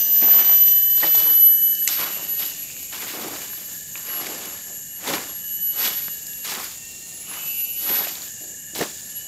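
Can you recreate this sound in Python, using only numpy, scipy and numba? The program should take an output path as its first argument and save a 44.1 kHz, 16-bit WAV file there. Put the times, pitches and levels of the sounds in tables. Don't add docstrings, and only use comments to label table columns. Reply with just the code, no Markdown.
import sys
import numpy as np
from scipy import signal
from scipy.fft import rfft, irfft, next_fast_len
from scipy.io import wavfile
from scipy.ndimage import uniform_filter1d
from numba import njit

SR = 44100
rng = np.random.default_rng(int(sys.argv[2]) if len(sys.argv) > 2 else 0)


def invert_db(x):
    u = np.asarray(x, float) / 20
    return 10 ** u


def master(y):
    cut = np.clip(np.atleast_2d(y).T, -1, 1)
    pcm = np.round(cut * 32767)
    wavfile.write(sys.argv[1], SR, pcm.astype(np.int16))


N = 408807
TIME = np.arange(N) / SR


def coloured(shape):
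    size = next_fast_len(N)
    hz = np.arange(size // 2 + 1) * SR / size + 1
    x = irfft(rfft(rng.standard_normal(size)) * shape(hz), size)[:N]
    return x / x.std()


def band(hz, width_hz):
    return coloured(lambda f: 1 / (1 + ((f - hz) / width_hz) ** 2))


def walk(rate):
    k = int(SR / rate)
    steps = np.repeat(rng.standard_normal(N // k + 1), k)
    x = uniform_filter1d(uniform_filter1d(steps, k), k)[:N]
    return x / x.std()


def smooth_noise(size, hz):
    k = int(SR / hz)
    return uniform_filter1d(uniform_filter1d(rng.standard_normal(size), k), k) * np.sqrt(1.5 * k)


def gate(t0, t1, fade_s):
    return np.clip(np.minimum(TIME - t0, t1 - TIME) / fade_s + .5, 0, 1)


@njit
def grains(start, hz, cycles, size):
    out = np.zeros(N)
    for k in range(len(start)):
        decay = hz[k] / SR / cycles[k]
        p, z = np.exp(2j * np.pi * hz[k] / SR - decay), size[k] * np.e * decay + 0j
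        first = int(start[k] * SR)
        for i in range(min(N - first, int(7 / decay))):
            out[first + i] += i * z.imag
            z *= p
    return out


def strike(rows):
    return grains(*np.array(rows, float).T.copy())


WANDER = walk(24)


def wander(on):
    return np.roll(WANDER, rng.integers(N))[on]


def song_span(s):
    return slice(max(0, int(s[0] * SR)), min(N, int(s[-1] * SR)))


def sing(s, ends_hz, parts, rough_db, rough_hz, rasp_db):
    on = song_span(s)
    t = TIME[on]
    bend = 1.5 if ends_hz[1] > ends_hz[0] else 1
    left = ((s[-1] - t) / (s[-1] - s[0])) ** bend
    hz = ends_hz[1] + (ends_hz[0] - ends_hz[1]) * left + 3 * wander(on)
    phase = 2 * np.pi * np.cumsum(hz) / SR
    skirt = 1 + invert_db(rough_db) * smooth_noise(len(t), rough_hz)
    skirt += invert_db(rasp_db) * smooth_noise(len(t), 700)
    skirt += invert_db(-32) * rng.standard_normal(len(t))
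    askew = invert_db(rough_db) * smooth_noise(len(t), rough_hz)
    out = np.zeros(N)
    for k, db, flutter_db in parts:
        fade = invert_db(db + flutter_db * wander(on))
        out[on] += np.sqrt(2) * fade * (skirt * np.sin(k * phase) + askew * np.cos(k * phase))
    return out * gate(s[0] + .01 if s[0] else -1, s[-1] - .01, .02)


def near_cicadas():
    # time in seconds, whistle level in dB.
    songs = [
        [(0, -17.5), (.15, -14), (.38, -11.5), (.62, -13.5), (.87, -16.5), (1.3, -15), (1.47, -10), (1.65, -16),
         (2.27, -31)],
        [(2.26, -40), (2.3, -23), (2.42, -26.5), (2.53, -43)],
        [(5.33, -47), (5.41, -35), (5.55, -26), (5.67, -22), (5.82, -24.5), (5.98, -24.5), (6.14, -34),
         (6.21, -52)],
        [(7.25, -52), (7.46, -29), (7.65, -22.5), (7.8, -25), (7.94, -20.5), (8.05, -23), (8.14, -36),
         (8.28, -44), (8.35, -60)],
    ]
    glides = [(12089, 11917), (11915, 11896), (11782, 11910), (11797, 11938)]
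    # start and end in seconds, level in dB, flutter in dB.
    drones = [
        (.28, 1.82, -36.5, .6),
        (2.36, 2.5, -46, 3),
        (5.42, 5.98, -46, 2.5),
        (7.32, 7.88, -44.5, 2.1),
    ]
    # time in seconds, depth in dB.
    dips = [(.08, -7), (.21, -4), (.43, -7), (.67, 2), (1.05, -4), (1.15, 3), (1.22, -4), (1.59, -5),
            (1.77, -11), (1.89, -8), (2.0, -2), (2.09, -7), (2.19, -9), (5.59, -10), (5.74, -13),
            (5.92, -8), (7.68, -10), (7.74, -11), (7.82, -6), (5.49, -4), (.27, -2), (8.2, -10)]
    # time in seconds, depth in dB.
    notches = [(5.95, -6), (6.008, -10), (6.09, -9), (7.56, -5), (7.668, -9), (8.024, -6), (8.068, -10),
               (8.1, -8), (5.43, -4), (7.4, -4)]
    # multiples of the whistle, then their dB under the lower side tone.
    side_ratios = [36 / 35, 33 / 35, 37 / 35, 32 / 35, 38 / 35]
    side_levels = [-8, -16, -19, -29, -24]
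    # multiple of the belly tone, level in dB under it.
    belly_tones = [(2, -10), (3, -16), (5, -15)]
    out = np.zeros(N)
    for song, ends_hz, (t0, t1, drone_db, drone_flutter_db) in zip(songs, glides, drones):
        s, levels = np.transpose(song)
        on = song_span(s)
        t = TIME[on]
        whistle = np.interp(t, s, levels)
        swell = uniform_filter1d(whistle, int(.4 * SR), mode="nearest")
        side = -32.5 + .85 * (swell + 15)
        belly = drone_db - 9 * (1 - gate(t0, t1, .12)[on])
        for events, dip_s in ((dips, .025), (notches, .012)):
            whistle = whistle + sum(db * np.exp(-((t - at) / dip_s) ** 2) for at, db in events)
        levels = [(1, whistle), (34 / 35, side), (1 / 4, belly)]
        levels += [(k, side + db) for k, db in zip(side_ratios, side_levels)]
        levels += [(k / 4, belly + db) for k, db in belly_tones]
        parts = []
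        for k, db in levels:
            flutter_db = drone_flutter_db if k <= 1 / 2 else .55 if k <= 1 else 3.2
            parts.append((k, db, flutter_db))
        out += sing(s, ends_hz, parts, -19, 70, -24 if s[0] < 5 else -17)
    return out


def far_singer(s, levels, ends_hz, flutter_db, rough_db, rough_hz, rasp_db=-24):
    whistle = np.interp(TIME[song_span(s)], s, levels)
    parts = [(1, whistle, flutter_db)]
    if ends_hz[0] > 8000:
        parts += [(1 / 4, whistle - 17, flutter_db)]
    return sing(s, ends_hz, parts, rough_db, rough_hz, rasp_db)


def thin_singers():
    # start and end in seconds, start and end pitch in Hz; then the level of each in dB.
    thin_songs = [(.85, 2.45, 11944, 11792), (2.45, 5.45, 12048, 11793), (2.45, 5.1, 12124, 11865),
                  (6.0, 7.0, 11760, 11825), (7.15, 9.0, 11571, 11790), (7.0, 7.6, 11150, 11216),
                  (8.95, 9.5, 11314, 11400), (6.1, 6.55, 2650, 2755), (6.6, 7.9, 2705, 2810),
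                  (1.7, 2.35, 2690, 2790), (-.1, 1.8, 12298, 12150), (8.2, 8.9, 2790, 2860),
                  (9.1, 9.5, 11815, 11850), (3.5, 4.7, 11710, 11830), (7.45, 8.1, 11216, 11220),
                  (2.25, 2.65, 2660, 2800), (8.9, 9.5, 11090, 11040)]
    thin_levels = [-39, -47, -51, -49, -47.5, -42.5, -42, -59, -52, -54, -43, -58, -42, -55, -41, -53, -55]
    out = np.zeros(N)
    for (t0, t1, *ends_hz), db in zip(thin_songs, thin_levels):
        levels = db - 17.5 * np.array([1, 0, 0, 1])
        out += far_singer([t0, t0 + .13, t1 - .16, t1], levels, ends_hz, 3.2, -7, 55)
    return out


def steady_singers():
    # time in seconds, level in dB.
    swells = [
        [(7.25, -58), (7.38, -52), (7.45, -44), (7.6, -45), (7.72, -43), (7.85, -56)],
        [(7.2, -60), (7.33, -51), (7.45, -56), (7.6, -52), (7.78, -53), (7.86, -62)],
        [(7.42, -64), (7.5, -55), (7.7, -57), (7.8, -64)],
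        [(9.08, -62), (9.15, -53), (9.23, -47), (9.4, -47)],
        [(.1, -60), (.16, -49), (.24, -48), (.3, -60)],
        [(0, -37), (.15, -38), (.25, -43), (.36, -52)],
        [(0, -45), (.11, -45), (.2, -58)],
        [(6.85, -64), (6.95, -60), (7.1, -60), (7.2, -64)],
        [(6.8, -64), (6.9, -59), (7.05, -60), (7.15, -64)],
        [(2.45, -60), (2.52, -51), (2.62, -52), (2.7, -60)],
    ]
    steady_glides = [(2545, 2695), (2295, 2430), (4790, 4850), (2945, 2965), (5270, 5280), (6045, 6030),
                     (2880, 2870), (4180, 4220), (5490, 5520), (5920, 5900)]
    return sum(far_singer(*np.transpose(song), hz, 1.5, -10, 70) for song, hz in zip(swells, steady_glides))


def crickets():
    # start and end in seconds, centre in Hz, width in Hz; then the level of each in dB.
    trills = [(-.1, 1.95, 1730, 70), (2.2, 2.7, 1800, 60), (3.3, 6.6, 1730, 70), (6.75, 7.25, 1835, 25),
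              (8.2, 9.4, 1730, 70), (-.1, .75, 5945, 35), (.7, 1.7, 5970, 40), (-.1, 1.9, 7900, 800),
              (2.55, 2.95, 2450, 220), (2.1, 2.85, 2740, 70), (-.1, .35, 5050, 250), (2.9, 3.5, 2400, 200)]
    trill_levels = [-48, -54, -53, -56.5, -52, -38, -47, -45, -51, -51, -48, -54]
    out = np.zeros(N)
    for (t0, t1, hz, width_hz), db in zip(trills, trill_levels):
        out += gate(t0, t1, 0.051) * invert_db(db + walk(25)) * band(hz, width_hz)
    return out


def far_chorus():
    # centre in Hz, width in Hz, level in dB.
    chorus_bands = [
        (7045, 556, -38.5),
        (6300, 570, -61),
        (2850, 90, -60),
        (11900, 1500, -53),
    ]
    out = np.zeros(N)
    for hz, width_hz, db in chorus_bands:
        out += invert_db(db + 0.19 * walk(1.1) + 0.8 * walk(12)) * band(hz, width_hz)
    return out


def air():
    # frequency in Hz, density in dB per Hz.
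    air_curve = [(20, -12), (60, -6.5), (183, -3.5), (411, -17.5), (900, -22.5), (1380, -40), (2300, -18),
                 (3300, -25), (5450, -48), (8600, -10.5), (10100, -14.5), (13600, -12), (15400, -20)]
    hz, db = np.transpose(air_curve)
    hiss = coloured(lambda f: invert_db(np.interp(np.log(f), np.log(hz), db)))
    return invert_db(-45.5 + 0.28 * walk(1.5)) * hiss


def stirring(t):
    # time in seconds, rustle level in dB.
    settling = [(0, -43), (.6, -42), (.85, -47), (1.3, -46), (1.55, -54), (1.85, -48), (2.7, -48),
                (3.7, -50), (4.5, -51), (4.9, -58), (5.5, -53), (6.2, -51), (6.9, -51), (7.6, -47),
                (8.3, -52), (8.6, -58), (9.0, -49), (9.27, -52)]
    # start in seconds, hold in seconds, rustle level in dB,
    # thump in dB over the rustle, crunch in dB over the rustle.
    pokes = [(.205, .07, -42, 6, 2), (.3, .17, -39.5, -6, -3), (.96, .06, -37, -16, -18),
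             (1.04, 0.017, -37, -8, -8), (1.13, 0.06, -35, -8.5, -12), (1.866, .02, -30.5, -18, -13),
             (1.97, 0.072, -39, -4, 2.5), (2.91, 0.022, -39, -7, -3.5), (3.0, .1, -40.5, -4, -2),
             (3.12, .16, -43, 3, -2), (3.3, .11, -44, -4, -5), (3.94, .03, -49.5, -16, -3),
             (6.434, .1, -35, -14, -9), (6.5, .05, -41, -3, 3), (8.738, .04, -35.5, -5, -11)]
    rakes = [(.6, 0.034, -42, -12, -14), (1.17, 0.033, -41.5, -5, -3), (2.08, .1, -44.5, -6, -7),
             (2.33, 0.0046, -36, -11.5, -10), (4.0, .11, -44, -3, 1), (4.13, .16, -42, -1, -4),
             (4.6, 0.0081, -53.5, 4, -3), (5.0, 0.063, -34, 0, -1.5), (5.73, 0.055, -31, -10, -5.5),
             (7.24, 0.058, -47, -5.5, 2), (7.81, .12, -35.5, -4, -3), (7.74, .06, -41, -15, -22),
             (4.33, .13, -47, -4, -3), (3.5, .15, -50, -8, -10), (8.36, .01, -54, 5, -22),
             (8.02, 0.12, -44.5, -11, -10.5)]
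    stamps = [
        (1.01, .015, -35, 1, -1),
        (8.79, .02, -38, 3, 3),
        (5.115, .02, -38, 0, -3),
        (.37, .02, -41, -1, 5),
        (.48, .015, -43, 0, 5),
    ]
    # fall after a stroke in dB per second, then resting level in dB.
    release = [125, 120, 76, 71.5]
    rest = [-10.5, -19, 0.5, -2.5]
    power = invert_db(np.interp(t, *np.transpose(settling)) + np.array(rest)[:, None]) ** 2
    # strokes, rise in seconds, how many times quicker they die
    for strokes, rise_s, pace in ((pokes, .017, 1), (rakes, .08, 1), (stamps, .017, 2.5)):
        for start, hold_s, db, thump_db, crunch_db in strokes:
            top = start + rise_s
            rising = 20.5 / rise_s * np.clip(top - t, 0, None)
            dying = pace * np.outer(release, np.clip(t - top - hold_s, 0, None))
            balance = np.array([[thump_db], [crunch_db], [0], [-6.5]])
            power = power + invert_db(db + balance - rising - dying) ** 2
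    return 10 * np.log10(power)


def leaves():
    # centre in Hz, level in dB per octave over its curve.
    families = [
        (600, -1),
        (1150, -.2),
        (4200, 0.5),
        (14000, 9),
    ]
    cracks, count = 5000, 8
    low_hz, top_hz, cycles, spread_db = 130, 15500, 1.104, 1.7
    chance = rng.random((int(cracks * N / SR), 4, count))
    when = chance[:, 0, :1] * N / SR + .002 * chance[:, 1]
    octaves = np.log2(top_hz / low_hz)
    hz = low_hz * 2 ** (octaves * chance[:, 2])
    s = np.arange(0, N / SR, .002)
    family_db = np.array([np.interp(when, s, c) + db for c, (_, db) in zip(stirring(s), families)])
    place = np.interp(np.log(hz), np.log([f for f, _ in families]), np.arange(4))
    db = sum(np.clip(1 - abs(place - k), 0, 1) * family_db[k] for k in range(4))
    db += -spread_db * np.log(1 - .995 * chance[:, 3, :1]) - spread_db
    at = (when * SR).astype(int).clip(0, N - 1)
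    db += 1.3 * np.where(hz < 1500, 1.15 * walk(30)[at], walk(80)[at])
    db -= 9 * np.clip(np.log2(295 / hz), 0, 2)
    share = np.clip(hz / 2500, .05, 1)
    keep = chance[:, 3, ::-1] < share
    size = invert_db(db) * np.sqrt(hz * octaves / (cycles * cracks * count * share))
    return grains(when[keep], hz[keep], np.full(keep.sum(), 1. * cycles), size[keep])


def knocks():
    # time in seconds, peak in dB, pitch in Hz.
    wood_knocks = [(0.224, -24, 293), (1.0327, -16, 1050), (1.0432, -12, 800), (1.0395, -20, 600),
                   (1.069, -23, 560), (1.15, -20, 830), (5.136, -15, 400), (6.08, -35, 191),
                   (8.07, -21, 640), (8.79, -19, 400), (8.8055, -14, 420), (8.812, -12, 520),
                   (8.8165, -16, 640), (8.82, -11, 380), (8.806, -20, 170), (8.828, -19, 500)]
    return strike([(s, hz, .6, invert_db(db - 3.5)) for s, db, hz in wood_knocks])


def thuds():
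    # time in seconds, peak in dB, pitch in Hz.
    twig_thuds = [(0.284, -24, 829), (0.375, -25, 1030), (0.39, -23, 1020), (0.467, -26, 929),
                  (0.497, -23, 1050), (1.003, -30, 1150), (1.177, -26, 958), (1.239, -33, 1060),
                  (1.261, -29, 627), (1.306, -30, 972), (1.971, -28, 1400), (2.168, -32, 595),
                  (2.339, -37, 396), (2.399, -34, 867), (2.935, -31, 1010), (3.137, -31, 301),
                  (3.187, -27, 336), (4.085, -32, 514), (4.265, -30, 393), (4.298, -28, 452),
                  (5.028, -35, 536), (5.062, -26, 824), (5.097, -22, 369), (5.818, -23, 1490),
                  (5.877, -26, 396), (6.459, -31, 1340), (6.487, -28, 1260), (6.522, -25, 864),
                  (7.901, -27, 358), (7.93, -30, 993), (8.008, -28, 786), (8.733, -34, 326),
                  (8.758, -27, 463), (8.853, -30, 563)]
    modes = ((1, -4), (1.6, -9))
    return strike([(s, hz * k, .9, invert_db(db + under)) for s, db, hz in twig_thuds for k, under in modes])


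def spray(count=5):
    lag, step = rng.random((2, count))
    return list(zip(lag, np.arange(count) / count + step / count))


def ticks():
    # time in seconds, peak in dB.
    treble_ticks = [(0.8444, -16), (1.3109, -28), (1.4686, -28), (1.8477, -11), (2.15, -27), (2.2149, -29),
                    (2.7694, -33), (2.83, -21), (3.282, -21), (4.0517, -24), (4.4564, -21), (6.538, -18),
                    (6.6436, -19), (6.6, -24), (6.57, -23), (7.1417, -32), (7.9279, -24), (8.7842, -18)]
    rows = []
    for s, db in treble_ticks:
        rows += [(s + .001 * a, 10500 * 1.26 ** b, 2.5, invert_db(db - 4.0)) for a, b in spray()]
    return strike(rows)


def snaps():
    # time in seconds, peak in dB, ring in Hz, treble in dB.
    twig_snaps = [(1.0031, -20, 4160, -30), (1.1513, -21, 3530, -30), (1.157, -9, 6300, -31),
                  (1.7524, -19, 5300, -33), (1.8762, -9, 7340, -21), (1.889, -9, 6740, -29),
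                  (3.956, -21, 2600, -49), (4.2667, -24, 4760, -43), (5.0753, -17, 3810, -37),
                  (5.1379, -15, 3800, -34), (5.138, -13.5, 2300, -50), (5.876, -11, 3580, -29),
                  (6.2667, -24.5, 5000, -31), (6.445, -25, 4370, -42), (8.072, -22, 2500, -45),
                  (8.1544, -23, 4230, -47), (8.22, -20.5, 4350, -53), (8.751, -25, 4340, -37),
                  (8.7914, -17, 5030, -39), (8.8112, -19, 5130, -32)]
    rows = []
    for s, db, hz, treble_db in twig_snaps:
        burst = spray()
        rows += [(s, hz, 1.4, invert_db(db - 2.5))]
        rows += [(s + .002 * a, hz * 3 ** (b - .6), 1.5, invert_db(db - 18.0)) for a, b in burst]
        rows += [(s + 0.0028 * a, 7000 * 2.17 ** b, 3, invert_db(treble_db + 7.5)) for a, b in burst]
    return strike(rows)


def stick_rings():
    # time in seconds, peak in dB, pitch in Hz, cycles to the peak.
    stick_modes = [(1.8752, -7, 7370, 6), (1.8752, -11, 7900, 7), (1.8755, -12, 6210, 5),
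                   (1.8768, -13, 10400, 5), (1.8758, -16, 2050, 1.8), (1.8764, -19, 2780, 2.2),
                   (1.877, -18, 4230, 3.5), (1.8772, -21, 4990, 4), (1.0328, -14, 1900, 2.5),
                   (1.0258, -26, 1950, 1.2), (1.0395, -23, 1750, 1.8), (8.8115, -20, 1850, 2.1),
                   (1.8848, -20, 5000, 3)]
    return strike([(s, hz, cycles, invert_db(db)) for s, db, hz, cycles in stick_modes])


def leaf_cracks():
    # time in seconds, peak in dB, pitch in Hz.
    stiff_cracks = [(1.2391, -26, 2400), (1.9749, -22, 2340), (2.39, -24, 4600), (2.4244, -17, 3200),
                    (2.4907, -29, 2790), (2.7008, -30, 2470), (2.7661, -29, 2550), (2.9253, -25, 3210),
                    (2.945, -24, 3500), (3.0061, -26, 2310), (3.2246, -27, 3160), (3.4186, -30, 2500),
                    (3.532, -30, 1600), (3.6571, -27, 4820), (4.2672, -23, 2240), (4.4318, -30, 2300),
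                    (5.0399, -27, 2750), (5.1811, -20, 2360), (5.903, -20, 3300), (6.0107, -30, 3300),
                    (6.3335, -28, 3600), (6.478, -23, 4500), (6.499, -21, 4300), (6.52, -23, 4600),
                    (7.2724, -30, 4300)]
    modes = ((1, -3), (1.45, -9), (.7, -10))
    return strike([(s, hz * k, 1.3, invert_db(db + under)) for s, db, hz in stiff_cracks for k, under in modes])


def sputter():
    # start and end in seconds, centre in Hz, width in Hz; then the level of each in dB.
    stutters = [
        (2.34, 2.5, 11850, 200),
    ]
    stutter_levels = [-28.5]
    out = np.zeros(N)
    for (t0, t1, hz, width_hz), db in zip(stutters, stutter_levels):
        out += gate(t0, t1, 0.078) * invert_db(db + 2.9 * walk(90)) * band(hz, width_hz)
    return out


def falling_song():
    # time in seconds, level in dB.
    long_swell = [(2.5, -40), (3.1, -40.5), (3.4, -38.5), (3.85, -44.5), (4.18, -32.5), (4.4, -45),
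                  (5.1, -37.5), (5.7, -37.5), (6.4, -38), (6.55, -50)]
    long_glide = 11792, 11389
    return far_singer(*np.transpose(long_swell), long_glide, 2.0, -7, 55, rasp_db=-18)


def ember_pops():
    # time in seconds, peak in dB, pitch in Hz.
    pops = [
        (6.0825, -20, 1700),
        (3.9555, -21, 2000),
        (8.7515, -15, 4600),
    ]
    return strike([(s, hz, .3, invert_db(db)) for s, db, hz in pops])


def scene():
    insects = near_cicadas() + thin_singers() + steady_singers() + crickets() + far_chorus()
    insects += sputter() + falling_song()
    close = leaves() + knocks() + thuds() + ticks() + snaps()
    close += stick_rings() + leaf_cracks() + ember_pops()
    close = close - .5 * signal.lfilter(*signal.iirpeak(9200, 2.5, SR), close)
    tail = rng.standard_normal(6000) * np.exp(-np.arange(6000) / SR / .03)
    scatter = signal.fftconvolve(close, tail / np.sqrt(np.sum(tail ** 2)))[:N]
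    mono = close + invert_db(-12.5) * scatter + insects + air()
    return np.array([mono, mono])


def band_limit(x):
    return signal.sosfilt(signal.butter(12, 15730, fs=SR, output="sos"), x)


def record(dry):
    x = signal.sosfilt(signal.butter(2, 45, "high", fs=SR, output="sos"), dry)
    limited = x / (1 + x ** 4) ** .25
    mix = signal.sosfilt(signal.ellip(8, .2, 60, 15480, fs=SR, output="sos"), limited)
    return band_limit(mix)


dry = scene()
out = record(dry)
master(out)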